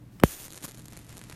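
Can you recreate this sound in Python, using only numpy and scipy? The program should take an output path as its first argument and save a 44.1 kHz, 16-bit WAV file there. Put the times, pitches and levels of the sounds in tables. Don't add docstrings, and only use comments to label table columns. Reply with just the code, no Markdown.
import sys
import numpy as np
from scipy import signal
from scipy.fft import rfft, irfft, next_fast_len
from scipy.io import wavfile
from scipy.ndimage import uniform_filter1d, minimum_filter1d

SR = 44100
rng = np.random.default_rng(int(sys.argv[2]) if len(sys.argv) > 2 else 0)


def wav_out(sig):
    wavfile.write(sys.argv[1], SR, np.round(np.clip(np.atleast_2d(sig).T, -1, 1) * 32767).astype(np.int16))


N = 59535
T = np.arange(N) / SR
SNAP_S = .2362


def amp(db):
    return 10 ** (np.asarray(db) / 20)


def unit(x):
    return x / np.sqrt(np.mean(x ** 2) + 1e-20)


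def gain(points, hz):
    f, db = np.transpose(points)
    return amp(np.interp(np.log(hz + 1), np.log(np.sort(f) + 1), db))


def filtered(x, response):
    size = next_fast_len(N + SR // 2)
    spectrum = rfft(x, size) * response(np.fft.rfftfreq(size, 1 / SR))
    return irfft(spectrum, size)[:N]


def noise(points):
    return unit(filtered(rng.standard_normal(N), lambda hz: gain(points, hz)))


def coloured(x, points, size=2048):
    cepstrum = irfft(np.log(gain(points, np.fft.rfftfreq(size, 1 / SR))))
    cepstrum[1:size // 2] *= 2
    cepstrum[size // 2 + 1:] = 0
    pulse = irfft(np.exp(rfft(cepstrum)))
    return signal.fftconvolve(x, pulse / np.linalg.norm(pulse))[:N]


def decay(start, t60):
    return (T >= start) * amp(-60 * np.maximum(T - start, 0) / t60)


def ringing(start, modes):
    total = 0
    for hz, db, t60 in modes:
        total = total + amp(db) * decay(start, t60) * np.sin(2 * np.pi * hz * (T - start))
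    return total


def discharges(rate):
    size_spread_db = 4.5
    chance = np.clip(rate / SR, 1e-4, 1)
    sizes = amp(size_spread_db * np.clip(rng.standard_normal(N), -2, 2))
    pulses = (rng.random(N) < chance) * sizes
    centred = pulses - chance * sizes.mean()
    return -unit(centred / np.sqrt(chance))


# t/s, level/dB, discharges (1/s)
ARC_BURN = [(.238, -25, 9000), (0.269, -31.5, 9000), (.345, -31, 7200), (0.364, -38, 3350),
            (0.466, -37.5, 1470), (.478, -48, 870), (.57, -48, 800), (.6, -55.5, 750), (0.63, -44, 800),
            (.72, -55.5, 580), (.82, -54.5, 540), (.86, -67.5, 400), (.93, -56.5, 610), (1.03, -62, 510),
            (1.13, -58.5, 590), (1.35, -62, 430)]
# t/s, level/dB
FIZZ_LEVEL = [(.24, -43.5), (.45, -46), (.49, -53), (.7, -56.5), (.84, -61), (.915, -60.5), (.93, -53),
              (1.0, -58), (1.08, -62), (1.095, -50), (1.16, -57), (1.28, -56), (1.35, -54.5)]
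# (relative, per Hz)
HISS_COLOUR = [(40, -20), (150, -3), (300, 4), (900, -4.5), (2400, -2), (5000, -3.5), (7200, 3), (8100, -3),
               (9200, 4.5), (10400, -2), (11400, 2.5), (13000, -3), (14400, 6), (15200, -53)]
# (relative, per Hz)
CRACKLE_COLOUR = [(40, -29), (150, -2.5), (320, 12), (850, -1.5), (2000, -0.5), (2800, -3), (4200, 1),
                  (5000, -5), (7200, 3), (8100, -4), (9000, 3), (10400, -3.5), (11300, 4), (12500, -2.5),
                  (14000, -43), (15500, -51.5)]
# (relative, per Hz)
FIZZ_TONE = [(60, 17), (400, 6), (900, 4.5), (2000, 3), (3000, 0), (5000, -2), (7200, -3), (10000, -7),
             (12300, -11), (13600, -30), (15000, -40)]


def arc():
    t, db, rate = np.transpose(ARC_BURN)
    rate = np.interp(T, t, rate)
    lit = T > SNAP_S
    burn = lit * amp(np.interp(T, t, db)) * discharges(rate)
    dense = np.clip(rate / 1800, 0, 1) ** 2
    hiss = coloured(burn * dense, HISS_COLOUR)
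    crackle = coloured(burn * (1 - dense), CRACKLE_COLOUR)
    fizz = lit * amp(np.interp(T, *np.transpose(FIZZ_LEVEL))) * noise(FIZZ_TONE)
    return hiss + crackle + fizz


# t/s, level/dB, dullness (0 bright to 1 dull)
LOUD_SPARKS = [(0.4822, -16, 0.0), (0.5054, -18, 0.0), (0.5178, -19, 0.0), (0.5243, -16, 0.0),
               (0.5332, -17, 0.0), (0.5451, -18, 0.0), (0.5568, -21, 0.1), (0.5618, -20, 0.0),
               (0.5697, -20, 0.0), (0.5757, -15, 0.0), (0.5786, -17, 0.0), (0.5863, -24, 0.0),
               (0.6318, -17, 0.0), (0.6364, -22, 0.1), (0.6638, -22, 0.0), (0.6807, -20, 0.0),
               (0.6846, -21, 0.0), (0.6895, -22, 0.0), (0.6918, -25, 0.0), (0.6961, -22, 0.0),
               (0.7117, -22, 0.0), (0.719, -23, 0.0), (0.746, -28, 0.0), (0.7747, -28, 0.0),
               (0.7832, -28, 0.0), (0.7981, -28, 0.0), (0.8565, -26, 0.0), (0.8593, -29, 0.0),
               (0.8833, -24, 0.0), (0.9243, -26, 0.0), (0.9332, -26, 0.0), (0.9678, -24, 0.4),
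               (0.9737, -21, 0.0), (0.9914, -27, 0.3), (1.0939, -26, 0.0), (1.1273, -28, 0.0),
               (1.1701, -23, 0.0), (1.1757, -26, 0.2), (1.1804, -22, 0.1), (1.1927, -27, 0.2),
               (1.215, -24, 0.5), (1.2395, -25, 0.3), (1.2987, -21, 0.2), (1.3036, -28, 0.4),
               (1.3127, -26, 1.0), (1.3227, -28, 0.8), (1.3258, -18, 1.0)]
# (relative, per Hz)
DULL_COLOUR = [(40, -15), (300, 1.5), (900, 4.5), (2100, 7), (4200, -2), (5500, -8), (9000, -4),
               (12500, -14), (15000, -42)]


def sparks():
    sputter_db, sputter_s = -18, 0.00047
    bright, dull = np.zeros((2, N))
    sputter = amp(sputter_db) * rng.standard_normal(N)
    for t, db, dullness in LOUD_SPARKS:
        crack = sputter * np.exp(-abs(T - t) / sputter_s)
        crack[round(t * SR)] = -1
        bright += amp(db) * (1 - dullness) * crack
        dull += amp(db) * dullness * crack
    return coloured(bright, CRACKLE_COLOUR) + coloured(dull, DULL_COLOUR)


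# (relative, per Hz)
PUFF_COLOUR = [(50, -13), (170, 3), (350, -2.5), (700, -25), (1200, -8.5), (2500, -32), (8000, -45)]


def flare():
    start_s, length_s, rate = .637, 0.021, 5500
    burst_db, puff_db = -32, -34
    swell = np.sin(np.pi * np.clip((T - start_s) / length_s, 0, 1)).clip(0)
    burst = coloured(amp(burst_db) * np.sqrt(swell) * discharges(rate), HISS_COLOUR)
    puff = amp(puff_db) * swell ** 2 * noise(PUFF_COLOUR)
    return burst + puff


# t/s, level/dB
BUTTON_TICKS = [(.1993, -37.5), (0.2126, -54)]
# (relative, per Hz)
TICK_COLOUR = [(200, -15), (700, 2), (1500, 2), (3000, -4), (8000, -13), (14500, -19), (16000, -30)]
# f/Hz, level/dB (relative), fade by 60 dB (s)
BUTTON_TONES = [(1275, -1.5, 0.018), (2990, -7, 0.021), (5230, -8.5, 0.018), (8100, -9.5, .02)]
# (relative, per Hz)
PUSH_COLOUR = [(25, -25), (80, 0), (200, 5.5), (450, -3.5), (900, -19), (3000, -30.5), (8000, -70)]
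# f/Hz, level/dB (relative)
THUMP_COLOUR = [(20, -33), (35, -14.5), (58, -4.5), (110, -5.5), (155, -0.5), (260, -3.5), (400, -5),
                (470, -8.5), (540, -7.5), (650, -12), (1100, -15.5), (2100, -22.5), (2700, -28.5),
                (5000, -44), (8000, -41.5), (14500, -38.5), (16400, -66)]
# f/Hz, level/dB, fade by 60 dB (s)
CASE_TONES = [(2075, -25, 0.026), (3100, -26, 0.069), (3400, -33, 0.087), (3700, -38, 0.11)]
# (relative, per Hz)
RATTLE_COLOUR = [(300, -3), (1000, 1), (3500, 4), (5000, -10), (14500, -6), (16000, -19)]


def button():
    tick_t60_s = 0.015
    push_db, push_rise_s = -22.5, .007
    snap_db, lag_cycles, zero_shift_hz = 29.5, 0.506, 2910
    rattle_db, rattle_t60_s = -17, 0.033

    ticks = 0
    for t, db in BUTTON_TICKS:
        touch = decay(t, tick_t60_s) * noise(TICK_COLOUR)
        ticks = ticks + amp(db) * (touch + ringing(t, BUTTON_TONES))
    swell = (T < SNAP_S) * np.exp(-abs(T - SNAP_S) / push_rise_s)
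    push = amp(push_db) * swell * noise(PUSH_COLOUR)

    impulse = amp(snap_db) * (np.arange(N) == round(SNAP_S * SR))
    blow = coloured(impulse, THUMP_COLOUR, size=8192)
    thump = filtered(blow, lambda hz: np.exp(-2j * np.pi * lag_cycles * np.log((hz + 1) / zero_shift_hz)))
    rattle = amp(rattle_db) * decay(SNAP_S, rattle_t60_s) * noise(RATTLE_COLOUR)
    return ticks + push + thump + ringing(SNAP_S, CASE_TONES) + rattle


# (relative, per Hz)
RUB_RUMBLE_COLOUR = [(80, -27), (165, 4), (230, -7), (600, -37)]
# (relative, per Hz)
RUB_HISS_COLOUR = [(1000, 4), (5000, 2), (14500, -9), (16000, -25)]


def thumb():
    start_s, fade_in_s = 0.1196, 0.0044
    rumble_db, hiss_db = -53, -73
    pressing = np.clip((T - start_s) / fade_in_s, 0, 1) * (T < SNAP_S)
    return pressing * (amp(rumble_db) * noise(RUB_RUMBLE_COLOUR) + amp(hiss_db) * noise(RUB_HISS_COLOUR))


def echo(x):
    tail = rng.standard_normal(N) * decay(0.00083, 0.23)
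    return signal.fftconvolve(x, tail / np.linalg.norm(tail))[:N]


# (relative, per Hz)
ROOM_COLOUR = [(20, -29), (45, -1), (75, -4), (110, -4), (170, -1), (280, -9.5), (420, -20), (600, -23),
               (1000, -28), (2000, -31.5), (3000, -36.5), (6000, -41), (14500, -42), (16000, -63)]
# f/Hz, level/dB
HUM_TONES = [(119, -55), (301, -63)]


def room():
    rumble_db = -51
    hum = 0
    for hz, db in HUM_TONES:
        hum = hum + amp(db) * unit(np.sin(2 * np.pi * (hz * T + rng.random())))
    return amp(rumble_db) * noise(ROOM_COLOUR) + hum


def scene():
    press_echo_db, buzz_echo_db = -54, -16.5
    press = thumb() + button()
    buzz = arc() + sparks() + flare()
    reflections = echo(amp(press_echo_db) * press + amp(buzz_echo_db) * buzz)
    return (press + buzz + reflections + room())[None]


def record(dry):
    ceiling, recovery_db_per_s, top_hz = 0.86, 20, 16446
    over_db = 20 * np.log10(np.maximum(abs(dry[0]) / ceiling, 1))
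    recovery = recovery_db_per_s * T
    cut_db = np.maximum.accumulate(over_db + recovery) - recovery
    gain_db = uniform_filter1d(minimum_filter1d(-cut_db, size=91), size=91)
    return filtered(dry[0] * amp(gain_db), lambda hz: hz < top_hz)[None]


dry = scene()
out = record(dry)
wav_out(out)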